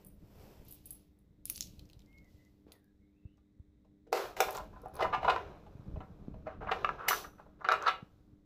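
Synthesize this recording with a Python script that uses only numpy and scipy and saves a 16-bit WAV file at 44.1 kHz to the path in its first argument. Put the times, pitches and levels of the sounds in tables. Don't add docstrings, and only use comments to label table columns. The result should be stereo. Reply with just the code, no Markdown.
import sys
import numpy as np
from scipy import signal
from scipy.fft import rfft, irfft
from scipy.io import wavfile
from scipy.ndimage import uniform_filter1d

SR = 44100
rng = np.random.default_rng(int(sys.argv[2]) if len(sys.argv) > 2 else 0)


def materialize(psi):
    bounded = np.clip(np.atleast_2d(psi).T, -1, 1)
    quanta = np.round(bounded * 32767).astype(np.int16)
    wavfile.write(sys.argv[1], SR, quanta)


def how_loud(loudness_db):
    steps = np.asarray(loudness_db, float) / 20
    return 10 ** steps


N = 372644


def evened(x):
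    return x / np.sqrt(np.mean(x ** 2) + 1e-20)


def peaked(x):
    return x / (abs(x).max() + 1e-12)


def read(points, hz):
    f, value = np.transpose(points)
    return np.interp(np.log(hz + 1), np.log(f + 1), value)


def coloured(x, points):
    n = x.shape[-1]
    return irfft(rfft(x) * how_loud(read(points, np.fft.rfftfreq(n, 1 / SR))), n)


def follow(rows):
    when, level_db = np.transpose(rows)
    return np.interp(np.arange(N) / SR, when, level_db)


def ring(hz, db, t60, seconds):
    t = np.arange(round(seconds * SR))[:, None] / SR
    fading = how_loud(db - 60 * t / np.maximum(t60, .002))
    return (fading * np.sin(2 * np.pi * hz * t)).sum(1)


def grains(per_s, spread_db):
    size = how_loud(spread_db * np.minimum(rng.exponential(1, N), 4))
    return size * rng.choice([-1., 1.], N) * (rng.random(N) < per_s / SR)


# time_s, left_delay_samples, left_over_right_db
PLACE = [
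    (0, 18, -14),
    (2.9, 19, -15),
    (3.199, 6.5, -4.5),
    (4.602, 5.5, -9.5),
    (5.202, 10.5, -11),
    (6.2, 13, -2.5),
    (6.7, 2, -4.5),
    (7.3, 0.5, -4.5),
    (7.697, 8.5, -3),
]


def add(mix, s, sound, pan_db=None):
    when, late, lean_db = np.transpose(PLACE)
    if pan_db is None:
        pan_db = np.interp(s, when, lean_db)
    at = round(s * SR)
    left_at = at + round(np.interp(s, when, late))
    for channel, start, db in ((0, left_at, pan_db / 2), (1, at, -pan_db / 2)):
        part = mix[channel, start:][:len(sound)]
        part += how_loud(db) * sound[:len(part)]


# pitch_hz, level_db (per Hz)
AIR = [(35, -23), (60, 9.5), (94, -2.5), (198, -8.5), (244, -2), (301, -10), (346, -18.5), (408, -17),
       (458, -19.5), (1040, -34.5), (6000, -51.5), (8000, -39.5), (14200, -42), (15300, -51)]
# pitch_hz, level_db (rms)
HUM = [(100, -93), (200, -77.5), (300, -76.5), (400, -87.5), (500, -98.5)]
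# pitch_hz, level_db (per Hz)
WHINE = [(1800, -16), (2050, -11), (2300, -18.5), (2900, -25.5), (3750, -14), (4600, -25.5)]
AIR_DB, WHINE_DB = -73.5, -88


def stillness():
    a, b, c = rng.standard_normal((3, N))
    air = how_loud(AIR_DB) * evened(coloured(np.array([a + 0.2 * b, a - 0.09 * b]), AIR))
    waver = evened(uniform_filter1d(uniform_filter1d(c, 4000), 4000))
    t = np.arange(N) / SR
    hum = np.zeros((2, N))
    for hz, db in HUM:
        cycles = hz * t + rng.random((2, 1)) * 0.24
        hum += how_loud(db + 2.4 * waver) * np.sqrt(2) * np.sin(2 * np.pi * cycles)
    whine = how_loud(WHINE_DB) * evened(coloured(np.array([b, c]), WHINE))
    return air + hum + whine


# start_s, length_s, from_hz, to_hz, level_db (rms)
SONG = [
    (2.06, 0.14, 2070, 2175, -76),
    (2.223, 0.067, 1965, 2057, -83.5),
    (2.332, 0.15, 1980, 1997, -86),
    (2.712, 0.054, 2150, 1890, -79.5),
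    (2.792, 0.097, 1680, 1650, -90.5),
    (2.99, 0.1, 2080, 2180, -95),
    (3.105, 0.096, 2250, 2660, -94.5),
    (3.176, 0.1, 2780, 2670, -92),
    (3.249, 0.068, 2730, 2810, -90.5),
    (3.254, 0.083, 2880, 2970, -96),
]
WARBLE_HZ, WARBLE_DEPTH = 37.9, 0.029


def bird():
    out = np.zeros((2, N))
    for s, length, from_hz, to_hz, db in SONG:
        u = np.arange(0, 1, 1 / (length * SR))
        t = s + length * u
        weak = db < -76
        wobble = 2 * np.pi * WARBLE_HZ * length * u + 1.5 * np.sin(2 * np.pi * 61 * t)
        hz = to_hz + (from_hz - to_hz) * (1 - u) ** 2
        hz = hz * (1 + WARBLE_DEPTH * weak * np.sin(wobble))
        shape = np.minimum(u / 0.38, 1) * np.minimum((1 - u) * length / 0.011, 1)
        shape *= 1 + .9 * weak * np.sin(2 * np.pi * 47 * t + 3 * np.sin(2 * np.pi * 17 * t))
        whistle = np.sin(2 * np.pi * np.cumsum(hz) / SR)
        add(out, s, how_loud(db + 6.0) * shape * whistle, -2.5)
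    return out


# pitch_hz, t60_s
GARAGE = [(300, 0.45), (1000, 0.22), (3000, 0.23), (8000, 0.22), (15000, 0.26)]


def garage(x):
    taps = np.zeros((3, 2, 24000))
    at = np.arange(200, 23980, 20) + rng.integers(0, 20, (3, 2, 1189))
    np.put_along_axis(taps, at, rng.choice([-1., 1.], at.shape), 2)
    hz, t, z = signal.stft(taps, SR, nperseg=256)
    fading = how_loud(-60 * t / read(GARAGE, hz)[:, None])
    tails = signal.istft(z * fading, SR, nperseg=256)[1]
    tails = tails / np.linalg.norm(tails[0, 0])
    turn = np.pi * (np.arange(N) / SR * 7 + np.arange(3)[:, None] / 3)
    fed = x[1] * np.cos(turn) * np.sqrt(2 / 3)
    return signal.fftconvolve(fed[:, None], tails, axes=2)[..., :N].sum(0)


# time_s, level_db
GRIP = [(0, -61.5), (.56, -58.5), (1.2, -71.5), (1.55, -60.5), (1.9, -60.5), (2.4, -66.5), (3.1, -74),
        (3.95, -69.5), (4.31, -59.5), (5.27, -52), (5.8, -57.5), (5.93, -46.5), (6.1, -55), (6.7, -53),
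        (7.3, -62.5), (8.45, -67.5)]
# pitch_hz, level_db (per Hz)
RUMBLE = [(8.8, -12.5), (15, -3.5), (45, 1.5), (108, -3.5), (172, -5), (207, -4), (238, -15.5), (300, -6.5),
          (344, -15.5), (600, -22.5), (780, -44), (1320, -120)]
# start_s, peak_db, pitch_hz, left_over_right_db
THUMPS = [(1.307, -51, 134, 19), (1.735, -45, 176, 15), (1.782, -44, 84, 23), (1.823, -43.5, 119, 17),
          (1.966, -44.5, 103, 18), (2.345, -52.5, 82.6, 28), (2.667, -40, 332, -2),
          (3.253, -35.5, 96, 14.5), (3.598, -40.5, 89.6, 16), (4.772, -48, 64, 3), (5.18, -32, 183, -5),
          (5.752, -42.5, 134.5, 26), (5.795, -47.5, 127, 37), (5.938, -36, 57, 26.5), (5.972, -31, 111, 21),
          (6.282, -25, 223, -3), (8.027, -34.5, 180, 14), (8.331, -45.5, 122.6, 12)]


def handling():
    a, b, c = rng.standard_normal((3, N))
    lumps = evened(uniform_filter1d(uniform_filter1d(c, 1200), 1200))
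    rumble = evened(coloured(np.array([a + .2 * b, b]), RUMBLE))
    out = rumble * how_loud(2.5 * lumps) * how_loud(follow(GRIP))
    for s, peak_db, hz, pan_db in THUMPS:
        cycles = np.arange(round(2.4 * SR / hz)) * hz / SR
        shape = np.sqrt(cycles) * (1 - cycles / cycles[-1]) ** 2.97
        bump = np.sin(2 * np.pi * cycles ** 0.77) * shape
        add(out, s, how_loud(peak_db) * bump, pan_db)
    return out


# time_s, level_db
RUSTLE = [(0, -77), (.15, -89), (.42, -71), (.6, -76), (.74, -81.5), (.83, -88), (.92, -82.5), (1.1, -94),
          (1.43, -100), (1.63, -87.5), (1.8, -85.5), (2.35, -89), (2.6, -94), (2.73, -99.5), (2.9, -100.5),
          (3.3, -106)]
# pitch_hz, level_db (per Hz)
CLOTH = [(210, -43.5), (350, 0), (643, -5), (950, -8.5), (1680, -17.5), (6430, -23), (9140, -20.5),
         (14500, -11), (15000, -15.5), (15500, -54)]


def rustle():
    a, b = grains(11000, 3), grains(8000, 3)
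    cloth = evened(coloured(np.array([np.roll(a, 17) + 2.3 * b, a - 0.061 * b]), CLOTH))
    t = np.arange(N) / SR
    moving = (t >= RUSTLE[0][0]) * (t < RUSTLE[-1][0])
    return how_loud(12.5) * how_loud(follow(RUSTLE)) * moving * cloth


# start_s, peak_db, centre_hz
SKITTERS = [(1.598, -61, 6000), (2.7265, -55, 13500), (4.384, -51.5, 9000), (4.512, -44, 12200),
            (4.522, -41, 12000), (4.528, -34.5, 12400), (4.533, -44.5, 12000), (4.549, -35, 11080),
            (4.563, -45.5, 11000), (4.5692, -32, 8100), (4.584, -41.5, 9000), (4.83, -64, 10800),
            (4.858, -51, 12000), (4.938, -49, 12500), (4.947, -53, 12500)]


def skitters():
    out, t = np.zeros((2, N)), np.arange(500) / SR
    for (s, db, hz), draw in zip(SKITTERS, rng.standard_normal((len(SKITTERS), len(t)))):
        band = [(hz / 3, -22), (hz * .8, 0), (hz * 1.2, 0), (hz * 2, -10)]
        add(out, s, how_loud(db) * peaked(coloured(draw, band) * how_loud(-60 * t / .016)))
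    return out


# pitch_hz, level_db
SHEEN = [(3910, -12), (5970, 1.5), (9860, 1.5), (11000, -3.5), (11900, 5), (12900, 0), (13900, 2),
         (14700, -1.5)]
SHEEN_WIDTH_HZ = 260
# start_s, level_db (rms), t60_s
SHIVERS = [
    (7.083, -34, 0.39),
    (7.107, -38, 0.29),
    (4.404, -56.5, .3),
]


def shimmer():
    out, t = np.zeros((2, N)), np.arange(16000) / SR
    f = np.fft.rfftfreq(len(t), 1 / SR)
    bands = sum(how_loud(db) / (1 + (2 * (f - hz) / SHEEN_WIDTH_HZ) ** 2) for hz, db in SHEEN)
    for (s, db, t60), draw in zip(SHIVERS, rng.standard_normal((len(SHIVERS), len(t)))):
        jangle = evened(irfft(rfft(draw) * bands))
        add(out, s, jangle * how_loud(db - 60 * t / t60) * (1 - np.exp(-t / .003)))
    return out


# pitch_hz, level_db, t60_s
SMALL_KEY = [(4850, -26, .05), (8360, -4, .09), (9560, -6, .05), (9540, -9, .15), (10980, 8, .085),
             (14360, 4, .11)]
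LONG_KEY = [(5033, -30, .05), (7090, -16.5, .05), (10690, -5.5, .1), (11850, -8.5, .12), (12200, 3.5, .08),
            (12000, -1, .09), (14000, -8, .1), (13440, -5.5, .12)]
# pitch_hz, level_db (per Hz)
TICK = [(1400, -42.5), (2600, 0), (5500, 3.5), (8500, 5)]


def key_touch(ring_db, long_db, tick_hz, tick_db, noisiness, luck):
    hz, db, t60 = np.transpose(SMALL_KEY + LONG_KEY)
    on_long = np.arange(len(hz)) >= len(SMALL_KEY)
    share, bend, noise = np.split(luck, [len(hz), 2 * len(hz)])
    t = np.arange(len(noise)) / SR
    struck_db = db + long_db * on_long + 1.8 * share

    sound = how_loud(ring_db) * peaked(ring(hz * (1 + .002 * bend), struck_db, t60, .25))
    flutter = np.interp(np.linspace(0, 70, len(sound)), np.arange(len(noise)), noise)
    sound *= 1 + .5 * flutter
    sound[:len(t)] *= 1 - np.exp(-t / .0006)

    snap = ring(hz * (1 + .02 * bend), struck_db, .014, len(t) / SR) * .3
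    snap = peaked(snap + noisiness * noise * how_loud(-60 * t / .007))
    snap = coloured(snap, [(6000, -37), (9000, 14)])
    snap *= np.sqrt(max(1 - how_loud(2 * min(tick_db, 0)), .03))

    tick = peaked(coloured(noise[::-1] * how_loud(-60 * t / .005), TICK))
    band = [(tick_hz / 3, -45), (tick_hz / 1.5, -14), (tick_hz, 0), (tick_hz * 1.9, -16)]
    tick = peaked(tick + 0.61 * peaked(coloured(noise * how_loud(-60 * t / 0.015), band)))
    sound[:len(t)] += (snap + how_loud(tick_db + 5.5) * tick) * np.cos(np.pi / 2 * t / t[-1])
    return sound


# start_s, peak_db, ring_over_snap_db, long_over_small_key_db
JINGLES = [(0.048, -50.5, -5, -18), (0.065, -60, 19, -15), (0.649, -69, 17, 6), (0.6838, -58, 16, 10),
           (0.7085, -51, 14, 8), (0.717, -57, 14, 5), (0.7247, -43.5, 6, 3), (0.744, -49.5, 2, -10),
           (0.84, -67, -1, -6), (0.857, -50, 15.5, -3), (0.873, -61, 2, -6), (0.9067, -37.5, 9.5, -12),
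           (0.9294, -52, 0, -6), (0.95, -60, -8, -6), (1.189, -70, 6, -16)]
# start_s, peak_db, ring_over_snap_db, long_over_small_key_db
TOSSED = [
    (1.455, -33.5, -3, 0.5),
    (1.4989, -25.5, -17, 0.5),
    (1.5063, -43.5, -15, 1.5),
    (1.5255, -47.5, -14, 2),
    (2.8435, -68, -12, -1.5),
    (4.508, -34.5, -15, 7.5),
    (4.818, -57, -16, -6.5),
    (4.8838, -59, -13, 0),
    (4.9424, -55, -12, -3),
    (4.9543, -43, -10, -4),
]
# start_s, peak_db, ring_over_snap_db, tick_hz
PINCHED = [(1.479, -54, -25, 3000), (1.549, -53, -20, 5000), (1.554, -44, -22, 5170),
           (1.5596, -37.5, 6, 5400), (1.578, -37.5, -20, 5570), (1.586, -55, -20, 5000),
           (1.6079, -24.5, -18, 5740), (1.618, -48, -20, 3630), (1.625, -39.5, -23, 4360),
           (1.6284, -44, -15, 4500), (1.671, -52, -16, 4000), (1.794, -48.5, -20, 3450),
           (1.855, -62, -25, 5540), (1.891, -62, -16, 5660), (1.899, -56.5, -26, 3260),
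           (1.911, -66, -25, 3400), (1.932, -54, -24, 4050), (1.993, -58, -25, 2950),
           (2.004, -62, -21, 3400), (2.019, -64, -20, 3300), (2.061, -65.5, -20, 5000),
           (2.129, -65, -24, 2980), (2.178, -67, -25, 5000), (2.184, -59, -31, 3500),
           (2.245, -69, -16, 5270), (2.45, -67, -30, 6000), (2.72, -48, 6, 3580), (3.372, -68, -25, 4600),
           (4.54, -52, -10, 6050), (4.576, -41, -26, 5000), (4.9662, -47, -4, 4350),
           (7.8244, -38, -32, 5960)]
LOOSE_TICK_HZ = 5000
DANGLING_TICK_DB, LOOSE_TICK_DB, PINCHED_TICK_DB = -32, -11.5, 0


def clinks():
    out = np.zeros((2, N))
    touches = [(*row, LOOSE_TICK_HZ, DANGLING_TICK_DB, .25) for row in JINGLES]
    touches += [(*row, LOOSE_TICK_HZ, LOOSE_TICK_DB, .9) for row in TOSSED]
    for s, peak_db, ring_db, tick_hz in PINCHED:
        touches.append((s, peak_db, ring_db, 0, tick_hz, PINCHED_TICK_DB, .25))
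    luck = rng.standard_normal((len(touches), 2 * len(SMALL_KEY + LONG_KEY) + 600))
    for (s, peak_db, *touch), draw in zip(touches, luck):
        add(out, s, how_loud(peak_db) * key_touch(*touch, draw))
    return out


# pitch_hz, level_db, t60_s
FRAME = [(452, 1.5, 0.22), (488.4, 7.5, 0.13), (636.3, 4.5, 0.17), (760.5, 1.5, 0.22), (830, 19.5, 0.0077),
         (1000, 6.5, 0.056), (1186.5, 6, 0.053), (1318, 10, 0.033), (1412, 2, 0.076), (1634, 1, 0.075),
         (2150, -23.5, 0.12), (350, 5.5, 0.15), (2710, -18.5, 0.06), (3700, -32, 0.011)]
# pitch_hz, level_db, t60_s
PINS = [(2170, -6.5, 0.012), (2576, -7, 0.016), (2948, 1.5, 0.0099), (4050, -12.5, 0.019)]
# pitch_hz, level_db (per Hz)
EDGE = [(1200, -9.5), (1800, 1.5), (2400, 7.5), (3000, 3), (4200, -5), (5000, -32), (8000, -57)]
# pitch_hz, level_db (per Hz)
CRACK = [(1530, -36), (2600, -6), (4330, -5), (6050, -8), (7890, -7), (9190, -10.5), (9690, -4.5),
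         (14300, -3), (15500, -8.5), (16000, -42.5)]


def jolt(row, swell, first, luck):
    peak_db, pitch_hz, edge_db, crack_db = row
    hz, db, t60 = np.transpose(FRAME)
    n = len(swell)
    share, dice, noise, fizz = np.split(luck, len(FRAME) + n * np.arange(3))
    blows = swell * noise * (dice > (1.6 if first else 0.7))
    blows[0] = first

    near_db = -15 * abs(np.log2(hz / pitch_hz))
    barrel = ring(pitch_hz, 0, .015, .25)
    body = barrel + how_loud(-6.0) * ring(hz, db + near_db + 0.66 * share, t60, .25)
    band = [(pitch_hz / 3, -21), (pitch_hz * .8, 0), (pitch_hz * 1.6, 0), (pitch_hz * 3, -14),
            (pitch_hz * 6, -32)]
    body = coloured(np.roll(body, 40), band)
    body *= np.linspace(1, 0, len(body)) ** 2
    sound = peaked(signal.fftconvolve(blows, body))[40:]

    late = swell * (1 - np.exp(-np.arange(n) / SR / 0.001))
    pins = signal.fftconvolve(noise * late, ring(*np.transpose(PINS), .03))[:n]
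    edge_colour = [(f * (pitch_hz / 1000) ** .4, v) for f, v in EDGE]
    edge = peaked(coloured(noise * late, edge_colour))
    crack_colour = [(f, v + 0.5 * crack_db * np.log2(f / 5000)) for f, v in CRACK]
    sound[:n] += how_loud(edge_db + 2.5) * peaked(edge + 0.53 * peaked(pins))
    sound[:n] += how_loud(crack_db + 2.5) * peaked(coloured(fizz * late, crack_colour))
    return how_loud(peak_db) * sound


HARD_DB = -24.5
CHATTER_S, HARD_CHATTER_S = 0.0073, 0.0023


def blow(row, draw):
    hard = row[0] > HARD_DB
    u = np.arange(3000) / SR / (HARD_CHATTER_S if hard else CHATTER_S)
    swell = (1 - np.exp(-(5.5 if hard else 3.0) * u)) * np.exp(-u)
    return jolt(row, swell, 0.36 + 0.8 * hard, draw)


# start_s, peak_db, barrel_hz, rattle_edge_db, metal_crack_db
EXTRA_BLOWS = [
    (4.128, -30, 503, -30, -44),
    (4.162, -40, 477, -29, -50),
    (4.406, -24.5, 473, -30, -47.5),
    (5.018, -27, 505, -34, -50),
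    (5.246, -31.5, 892, -7, -40),
    (7.077, -30.5, 900, -12.5, -15),
    (7.129, -25, 1307, -18.5, -41),
    (7.69, -29, 624.6, -31, -48.5),
    (7.722, -28, 638, -30, -48),
]


def extra_blows():
    out = np.zeros((2, N))
    for (s, *row), draw in zip(EXTRA_BLOWS, rng.standard_normal((len(EXTRA_BLOWS), len(FRAME) + 9000))):
        add(out, s, blow(row, draw))
    return out


# pitch_hz, level_db, t60_s
BARREL = [(1190, 3, 0.012), (1307, 2, 0.024), (1430, 3, 0.0095), (2500, -16.5, 0.037)]
# start_s, length_s,
# drag_db, glide_fizz_db, barrel_buzz_db
STROKES = [(0.655, 0.32, -99, -64.5, -99), (0.843, 0.37, -99, -69.5, -99), (1.448, 0.33, -99, -62, -99),
           (1.53, 0.47, -99, -63, -99), (2.257, 0.55, -99, -76.5, -99), (2.664, 0.223, -68.5, -83.5, -99),
           (4.121, 0.29, -38.5, -45.5, -47), (4.362, 0.41, -42.5, -50.5, -72),
           (4.546, 0.041, -51, -49.5, -45.5), (4.689, 0.71, -66.5, -77.5, -72.5),
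           (4.93, 0.72, -51, -85, -71), (5.211, 0.49, -44.5, -68, -71), (5.446, 2.45, -65.5, -79.5, -86.5),
           (6.457, 0.18, -62, -100, -55.5), (6.605, 0.2, -59, -97.5, -54), (6.694, 0.53, -47, -74, -65),
           (6.981, 0.33, -63, -85, -46.5), (7.083, 0.24, -43.5, -40, -57),
           (7.199, 0.71, -71.5, -79.5, -73.5), (7.383, 0.07, -76, -86, -62), (7.59, 0.17, -65, -89, -68),
           (7.655, 0.5, -47.5, -82, -54), (7.804, 0.18, -57, -79, -44), (7.93, 0.87, -76.5, -81.5, -88)]
STROKE_LEAN = 0.35


def scrape():
    hz, db, t60 = np.transpose(FRAME)
    slips = grains(1500, 2)
    drag = evened(signal.oaconvolve(slips, ring(hz, db, 0.051 * t60, 0.065))[:N])
    drag = drag + how_loud(-6.0) * evened(coloured(slips, EDGE))
    buzz = evened(signal.oaconvolve(slips[::-1], ring(*np.transpose(BARREL), .06))[:N])
    pressed, gliding, buzzing, bright = np.zeros((4, N))
    for start, length, drag_db, fizz_db, buzz_db in STROKES:
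        u = np.clip((np.arange(N) / SR - start) / length, 0, 1)
        arch = np.sin(np.pi * u ** STROKE_LEAN) ** 2
        pressed += how_loud(drag_db) * arch
        gliding += how_loud(fizz_db) * arch
        buzzing += how_loud(buzz_db) * arch
        bright += how_loud(fizz_db) * arch ** 1.1
    fizz = np.array([evened(coloured(grains(10000, 2.6), CRACK)) for side in "LR"])
    dull = coloured(fizz, [(7000, -8.5), (12000, -15.5)])
    fizz = dull * gliding + (fizz - dull) * bright
    return np.array([np.roll(drag, 8), drag]) * pressed + np.array([np.roll(buzz, 4), buzz]) * buzzing + fizz


# start_s, peak_db, barrel_hz, rattle_edge_db, metal_crack_db
SEATING = [(3.376, -71, 892, -9, -7), (3.846, -64.5, 625, -32, -13.5), (4.068, -53, 411, -21, -17.5),
           (4.128, -19, 830, -14.5, -7), (4.149, -29, 680, -10.5, -9), (4.365, -43.5, 690, 5, 1),
           (4.404, -14.5, 934, -7, -2), (4.43, -30.5, 830, -13, -28.5), (4.484, -29.5, 875, -11, -28),
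           (4.761, -47.5, 900, -31, -24), (4.855, -36.5, 760, -29, -48), (5.227, -29.5, 683, -12.5, -38),
           (5.362, -20.5, 1070, -19.5, -41), (5.663, -50, 796, -18.5, -19),
           (5.959, -43.5, 590, -14.5, -48.5), (6.004, -36, 1000, -19.5, -54), (6.339, -46, 591, -15.5, -38)]
# start_s, peak_db, barrel_hz, rattle_edge_db, metal_crack_db
DETENTS = [(6.468, -32.5, 614, -13.5, -56), (6.61, -41, 706, -17.5, -38.5), (6.713, -25.5, 740, -3, -13),
           (6.846, -18, 1250, -12.5, -28), (6.891, -22, 1283, -29, -28), (7.0824, -28, 770, 5.5, 15),
           (7.109, -20.5, 1280, -27.5, -30), (7.118, -23, 1370, -28, -25), (7.394, -45.5, 737, -36.5, -35),
           (7.462, -50, 655, -35, -31.5), (7.609, -39.5, 1050, -43.5, -40.5),
           (7.6444, -25.5, 1320, -8.5, -35), (7.6876, -10, 1430, -12, -52.5),
           (7.7055, -21.5, 1420, -27.5, -38), (7.7156, -14, 1416, -11.5, -27.5),
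           (7.72, -17, 1433, -1.5, -13), (7.739, -19.5, 1338, -23.5, -27.5),
           (7.8341, -33.5, 1450, -20, -41), (7.86, -24.5, 1490, -31.5, -32), (7.876, -24.5, 1240, 4, -12)]
# middle_s, peak_db, barrel_hz, rattle_edge_db, metal_crack_db
TWISTS = [(2.685, -63.5, 414, -13.5, -15), (4.176, -29.5, 940, -9.5, -13), (4.58, -35, 938, -15, -11.5),
          (4.6, -35.5, 840, -30, -38.5), (4.737, -54, 960, -29, -19), (4.84, -47, 580, -35, -51),
          (4.973, -46.5, 946, -32.5, -23.5), (4.998, -30, 911, -22, -24), (5.012, -24.5, 905, -19.5, -17.5),
          (5.029, -27.5, 708, -2, -11.5), (5.051, -24.5, 970, -37, -34), (5.136, -23, 1100, -12.5, -35),
          (5.148, -23, 1000, -12, -20.5), (5.25, -26, 1018, -15.5, -24), (5.286, -16, 975, -15.5, -35.5),
          (5.302, -16.5, 1000, -11, -20), (5.312, -27.5, 717, -30, -33), (6.63, -38, 628, -19, -35),
          (6.676, -35, 732, -13.5, -34), (6.692, -28.5, 1300, -23.5, -49.5),
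          (6.722, -28.5, 1250, -5.5, -30.5), (6.737, -33.5, 752, -10.5, -34.5),
          (7.006, -45, 1268, -34.5, -46), (7.028, -59, 1315, -25, -46.5), (7.249, -40.5, 1270, -33, -33),
          (7.851, -36, 1410, -12.5, -42), (7.869, -18.5, 1415, -9, -47), (7.886, -19.5, 1224, -27, -32.5)]
TWIST_S = .024


def knocks():
    out, t = np.zeros((2, N)), np.arange(3000) / SR
    luck = rng.standard_normal((len(SEATING + DETENTS + TWISTS), len(FRAME) + 3 * len(t)))
    for (s, *row), draw in zip(SEATING + DETENTS, luck):
        add(out, s, blow(row, draw))
    swell = np.sin(np.pi * np.clip(t / TWIST_S, 0, 1)) ** 2
    for (s, *row), draw in zip(TWISTS, luck[::-1]):
        add(out, s - TWIST_S / 2, jolt(row, swell, 0, draw))
    return out


# pitch_hz, level_db
RADIATES = [(200, -26), (310, -14.5), (380, -0.5)]


def scene():
    background = stillness() + handling() + rustle()
    song, keys = bird(), clinks()
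    lock = coloured(knocks() + scrape(), RADIATES)
    aftermath = coloured(extra_blows() + skitters() + shimmer(), RADIATES)
    echo = garage(how_loud(-12.5) * keys + how_loud(-7.5) * lock + how_loud(1.0) * song)
    return background + how_loud(-1.0) * song + keys + lock + aftermath + echo


# pitch_hz, level_db
MIC = [(6000, 3), (8000, -2.5), (9200, -8), (10500, -6.5), (15000, -5), (15500, -18.5), (16400, -20.5),
       (16700, -64)]
HEADROOM = .45


def microphone(air):
    return coloured(HEADROOM * np.tanh(air / HEADROOM), MIC)


def roll_off(x):
    return signal.sosfilt(signal.butter(12, 16480, fs=SR, output="sos"), x)


def record(dry):
    mix = microphone(dry)
    return roll_off(mix)


dry = scene()
out = record(dry)
materialize(out)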